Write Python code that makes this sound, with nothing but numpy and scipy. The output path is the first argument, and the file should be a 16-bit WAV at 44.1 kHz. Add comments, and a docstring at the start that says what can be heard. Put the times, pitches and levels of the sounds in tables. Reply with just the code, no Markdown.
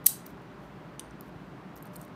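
"""A small brass padlock and its key, worked by hand close to a phone in a quiet room.
The latch snaps home in a rattle of hard blows; key and shackle tick and scrape before and after it.
Contacts crack and ring the metal's modes, and grains of friction drive the same modes in scrapes.
The room answers with a short diffuse echo, over ventilation rumble, low resonances, hiss, a faint
whine and one soft bump. The phone's limiter ducks everything during the snap."""
import sys
import numpy as np
from scipy import signal
from scipy.fft import rfft, irfft
from scipy.io import wavfile
from scipy.ndimage import uniform_filter1d, minimum_filter1d

SR = 44100
rng = np.random.default_rng(int(sys.argv[2]) if len(sys.argv) > 2 else 0)


def gain_from_db(level_db):
    """Convert decibel levels to linear amplitude factors (20 dB per decade)."""
    decades = np.asarray(level_db, float) / 20
    return 10 ** decades


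def dump_mix(stems):
    """Bounce the given channels to the path in sys.argv[1] as a 16-bit WAV at rate SR."""
    frames = np.atleast_2d(stems).T  # one column per channel
    limited = np.clip(frames, -1, 1)  # hard clip at full scale
    pcm = np.round(limited * 32767).astype(np.int16)
    wavfile.write(sys.argv[1], SR, pcm)


N = 94815  # samples

# modes of the hand-held lock and key: f/Hz, relative level/dB, t60/s
LOCK = [(2334.4, -5.5, 0.01), (3000, -1, 0.016), (3463, 5.5, 0.011), (4300, 5, .012), (4760, -3, 0.014),
        (4920, 0, 0.011), (5780, 2, 0.01), (6100, -1, .007), (6750, -4.5, 0.009), (7550, -3, 0.007),
        (8420, -3, 0.0067), (9060, -1.5, 0.012), (9718, -5, 0.00792), (10400, -5.5, .008),
        (11220, -2, 0.00767), (12250, -6, 0.013), (12800, 4.5, 0.01), (12830, -26, .06), (13800, -6, .009),
        (15070, -2, .009), (15590, -2, 0.011053)]


def shaped(gain):
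    """Noise of rms 1 with gain(Hz) as its amplitude spectrum."""
    spectrum = rfft(rng.standard_normal(N)) * gain(np.fft.rfftfreq(N, 1 / SR) + 1)
    x = irfft(spectrum, N)
    return x / x.std()


def walk(rate):
    """Slow random curve about zero, spread near 1, from `rate` random values a second."""
    k = int(SR / rate)
    steps = np.repeat(rng.standard_normal(N // k + 1), k)
    return 1.3 * uniform_filter1d(uniform_filter1d(steps, k), k)[:N]


def air():
    """Ventilation rumble, wavering low resonances of the room air, microphone hiss, a faint high whine."""
    # spectrum of the rumble: f/Hz, relative level/dB
    rumble_spectrum = [(15, -60), (25, -43), (39, -30.5), (53, -1), (84, -14), (120, -2), (180, 4.5),
                       (242, -6), (277, -0.5), (545, -12), (591, -10), (754, -11), (1160, -13), (1370, -14),
                       (4740, -34.5), (16000, -61)]
    # resonances of the room air: f/Hz, full width at half amplitude/Hz, rms level before waver/dB
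    resonances = [(58.5, 17, -72), (138, 21.4, -62), (203.4, 31, -68), (299, 12.92, -67),
                  (396.36, 11, -65.5), (601.3, 11, -63.5), (1053, 190, -65.5)]
    rumble_db, waver_db, hiss_db = -47, 0.6, -76.5
    whine_hz, whine_db, whine_waver_db = 14560, -87, 1.5

    hz, db = np.array(rumble_spectrum).T
    out = gain_from_db(rumble_db) * shaped(lambda f: gain_from_db(np.interp(np.log(f), np.log(hz), db)))
    for centre, width, level_db in resonances:
        level = gain_from_db(level_db + waver_db * walk(5.22))
        out = out + level * shaped(lambda f: 1 / (1 + (2 * (f - centre) / width) ** 2))
    hiss = gain_from_db(hiss_db) * rng.standard_normal(N)
    whine = np.sin(2 * np.pi * whine_hz * np.arange(N) / SR)
    return out + hiss + gain_from_db(whine_db + whine_waver_db * walk(38.3)) * whine


def reach(hz, centre_hz, octaves):
    """How strongly a contact bright at centre_hz stirs each pitch: a bell curve in octaves."""
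    return np.exp(-.5 * (np.log2(hz / centre_hz) / np.clip(octaves, .08, 3)) ** 2)


def contacts(rows, modes, spike=0):
    """Each contact cracks and rings the modes near its brightest pitch, at random strengths."""
    scatter_db, detune = 2, 0.9  # spread of mode level; spread of pitch in Hz x t60
    crack_level, crack_s = 0.5, 0.001  # starting rms beside the ring; decay
    rise_s = 0.00013
    length = 9000  # samples
    t = np.arange(length) / SR
    hz, db, t60 = np.array(modes).T
    out = np.zeros(N + length)
    chance = rng.standard_normal((len(rows), 3, 256))
    for (s, peak_db, centre_hz, octaves), (a, b, c) in zip(rows, chance):
        strength = gain_from_db(db + scatter_db * a[:len(hz)]) * reach(hz, centre_hz, octaves)
        pitch = hz + detune * b[:len(hz)] / t60  # short modes scatter most
        rings = np.sin(2 * np.pi * pitch[:, None] * t) * 1000. ** (-t / t60[:, None])
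        y = strength @ rings / np.sqrt(np.sum(strength ** 2))

        colour = reach(np.fft.rfftfreq(len(c), 1 / SR) + 1, centre_hz, octaves)
        crack = irfft(rfft(c) * colour)
        y[:len(c)] += crack_level * crack / crack.std() * np.exp(-t[:len(c)] / crack_s)
        click = np.roll(irfft(colour), 8)  # moved clear of the rise
        y[:32] -= spike * click[:32] / click.max()

        y = y * np.minimum(1, t / rise_s)
        out[int(s * SR):][:length] += gain_from_db(peak_db) * y / np.abs(y).max()
    return out[:N]


def friction(rows, modes):
    """Uneven grains of friction drive the modes while metal slides, swelling and fading each time."""
    grain_db, spread_octaves = 2, 1  # unevenness of the grains; reach of each slide
    out = np.zeros(N)
    grains = rng.standard_normal(N) * gain_from_db(grain_db * walk(400))
    rings = []
    for f, db, t60 in modes:
        resonator = signal.iirpeak(f, f * t60 / 4, SR)  # bandwidth 4 / t60
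        rings.append((f, gain_from_db(db) * signal.lfilter(*resonator, grains)))
    for s, length, db, centre_hz in rows:
        a, b = int(s * SR), int((s + length) * SR)
        y = sum(reach(f, centre_hz, spread_octaves) * ring[a:b] for f, ring in rings)
        swell = np.sqrt(np.sin(np.pi * np.arange(b - a) / (b - a)))
        out[a:b] += gain_from_db(db) * swell * y / y.std()
    return out


def lock_ticks():
    """Light contacts of key, latch and shackle ring the hand-held lock."""
    # contacts, before low cut and limiter: t/s, peak level/dB, brightest f/Hz, spread/octaves
    tick_rows = [(0.0411, -56, 10400, 0.52), (0.0434, -43, 11100, 0.62), (0.0461, -53, 10300, 0.6),
                 (0.0494, -58, 11600, 0.55), (0.055, -40.5, 7990, 0.59), (0.2574, -50, 8200, 0.65),
                 (0.2624, -43, 9200, 0.83), (0.2651, -31.5, 14600, 0.27), (0.2652, -38, 8000, 0.45),
                 (0.2667, -41.5, 13600, 0.59), (0.3076, -55, 12800, 0.18), (0.4187, -57, 8600, 0.59),
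                 (0.5153, -62, 6980, 0.417), (0.9947, -28, 5590, 0.17), (0.9947, -32, 3330, 0.17),
                 (0.9954, -27, 8900, 0.067), (0.9957, -35, 11100, 0.11), (0.9984, -39, 5170, 0.21),
                 (0.9987, -40.5, 3200, 0.25), (1.0012, -40, 9350, 0.5), (1.0125, -61, 3000, 0.226),
                 (1.0072, -57, 5340, 0.13), (1.0077, -53, 7500, 0.12), (1.0074, -53, 12500, 0.14),
                 (1.0435, -65, 7990, 0.5), (1.1088, -50, 5560, 0.11), (1.1103, -54, 9000, 0.1),
                 (1.2089, -36, 12600, 0.18), (1.209, -46, 8480, 0.425), (1.2092, -48.5, 4876, 0.16),
                 (1.2596, -60, 10060, 0.64), (1.2827, -63, 8800, 0.56), (1.2908, -60, 10950, 0.477),
                 (1.7594, -42, 14200, 0.2), (1.765, -45.5, 6580, 0.13), (1.7663, -45.5, 13300, 0.18),
                 (1.7748, -48, 12800, 0.13), (1.7765, -48.5, 8900, 0.15), (1.7839, -50, 15130, 0.15),
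                 (1.8049, -58, 11600, 0.5), (1.8259, -39.5, 12800, 0.095), (1.825, -45, 8600, 0.2),
                 (1.8262, -57.5, 4300, 0.1), (1.8319, -51, 12800, 0.15), (1.832, -55, 8700, 0.15),
                 (1.8551, -45.5, 13300, 0.2), (1.8556, -51.5, 4350, 0.1), (1.856, -50, 9200, 0.16),
                 (1.8696, -52, 8900, 0.16), (1.9245, -58.5, 12800, 0.15), (1.9578, -36, 13050, 0.18),
                 (1.958, -43.5, 4190, 0.11), (1.9602, -36, 8800, 0.22), (1.9644, -35, 8300, 0.19),
                 (1.9646, -37, 12800, 0.16), (1.9853, -61, 9700, 0.5), (1.9932, -60, 9500, 0.52),
                 (2.0111, -56, 9700, 0.42), (2.0149, -42, 12790, 0.22), (2.0152, -40, 8000, 0.134),
                 (2.0297, -46, 8500, 0.18), (2.0387, -54, 10650, 0.18), (2.0498, -46.5, 9900, 0.5),
                 (2.0516, -58, 15280, 0.13), (2.08, -55.5, 9200, 0.61)]
    return contacts(tick_rows, LOCK)


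def latch_snap():
    """The latch snaps home: hard blows, each with a sharp first spike, ring the bolt as it slides."""
    # blows, before low cut and limiter: t/s, peak level/dB, brightest f/Hz, spread/octaves
    blows = [(.0599, -16, 8480, 0.69), (.062, -16, 10600, 0.39), (.0630, -11.5, 12000, .4),
             (.0637, -8.5, 13800, 0.23), (.0644, -7, 12100, 0.29), (.0653, -8.5, 11300, 0.35),
             (.0661, 1.5, 11000, 0.77), (.0664, -16.5, 2150, .3), (.0666, 6.5, 11000, 0.84),
             (.068, -6.5, 11800, 0.54), (.0691, -5, 11800, .4), (.0692, -4.5, 6150, .4),
             (.0703, -7, 13920, 0.44), (.072, -21.5, 8000, .5), (.0797, -40, 6150, 0.17)]
    # modes of the latch bolt and shackle: f/Hz, relative level/dB, t60/s
    latch_modes = [(1980, -5, .014), (2600, -10, .012), (3440, -9, .012), (3720, -29, .13),
                   (4030, -11, .01), (4700, -10, .006), (5400, -7, .007), (5800, -5, .011),
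                   (6260, -5, .011), (6880, -6, .008), (7260, -6, .011), (7620, -7, .012), (8770, -2, .012),
                   (9700, -8, .007), (10300, -5, .008), (10900, 1, .009), (11250, 0, .009),
                   (11750, 2, .007), (12130, 4, .011), (12075, -31, .16), (12900, -1, .007),
                   (14100, -3, .007), (14700, -1, .008), (15550, -8, .009)]
    # the sliding bolt: start t/s, length/s, rms level before swell, low cut and limiter/dB, brightest f/Hz
    bolt_slide = [(0.0612, 0.017, -15.5, 11450)]
    spike_db = 7.5  # over the ring
    return contacts(blows, latch_modes, gain_from_db(spike_db)) + friction(bolt_slide, latch_modes)


def room(x):
    """Diffuse echo: bands of decaying noise after a first return, dying sooner in the treble."""
    room_db, return_s, build_s = -18, 0.0066, 0.00073
    t60_low_s, t60_high_s = 0.39, 0.15  # at 3 and 15 kHz
    t = np.arange(SR // 2) / SR
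    tail = 0
    for lo in 2600 * 2 ** np.arange(0, 2.6, .5):  # half-octave bands, lower edge in Hz
        t60 = np.interp(np.log(lo), np.log([3000, 15000]), [t60_low_s, t60_high_s])
        band = signal.butter(2, [lo, lo * 2 ** .5], "band", fs=SR, output="sos")
        noise = signal.sosfilt(band, rng.standard_normal(len(t)))
        tail = tail + noise * 1000. ** (-t / t60)
    tail = tail * np.clip((t - return_s) / build_s, 0, 1)
    return gain_from_db(room_db) * signal.fftconvolve(x, tail / np.sqrt(np.sum(tail ** 2)))[:N]


def lock_scrapes():
    """Metal slides on metal and stirs the modes of the hand-held lock."""
    # slides: start t/s, length/s, rms level before swell and low cut/dB, brightest f/Hz
    slides = [(0.251, 0.069, -65, 12760), (0.596, 0.097, -74, 9030), (1.25, 0.048, -74, 10900),
              (1.762, 0.029, -61.5, 11000), (1.852, .03, -66, 10000), (1.929, 0.028, -61.5, 13200),
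              (1.982, 0.08, -65.5, 10000)]
    return friction(slides, LOCK)


def bump():
    """One soft low bump: a dull cosine under a bell-shaped envelope."""
    centre_s, peak_db, hz, spread_s = 1.364, -39, 138.7, 0.0033
    t = np.arange(N) / SR - centre_s
    return -gain_from_db(peak_db) * np.cos(2 * np.pi * hz * t) * np.exp(-.5 * (t / spread_s) ** 2)


def scene():
    """The small lock radiates little bass; its echo, the bump and the room air join it."""
    low_cut = signal.butter(4, 1550, "high", fs=SR, output="sos")  # Hz
    lock = signal.sosfilt(low_cut, lock_ticks() + latch_snap() + lock_scrapes())
    return (lock + room(lock) + bump() + air())[None]


def low_pass(x):
    """Removes everything above the highest recorded frequency."""
    return signal.sosfilt(signal.butter(12, 16630, fs=SR, output="sos"), x)


def record(dry):
    """The phone's limiter eases the gain down around peaks and holds it; the top band is dimmed."""
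    ceiling_db, ratio = -12, 2.132
    lag_s, hold_s, ease_s = 0.0015, 0.0037, 0.0063
    top_hz, top_db = 15560, -30  # reached 200 Hz higher

    want = np.minimum(1, (gain_from_db(ceiling_db) / (np.abs(dry) + 1e-9)) ** (1 - 1 / ratio))
    hold, lag, ease = int(hold_s * SR), int(lag_s * SR), int(ease_s * SR) + 1
    held = minimum_filter1d(want, hold + ease)
    gain = np.roll(uniform_filter1d(held, ease), (hold + ease) // 2 + lag, axis=1)

    f = np.fft.rfftfreq(N, 1 / SR)
    dimming = gain_from_db(top_db * np.clip((f - top_hz) / 200, 0, 1))
    mix = irfft(rfft(dry * gain) * dimming, N)
    return low_pass(mix)


dry = scene()
out = record(dry)
dump_mix(out)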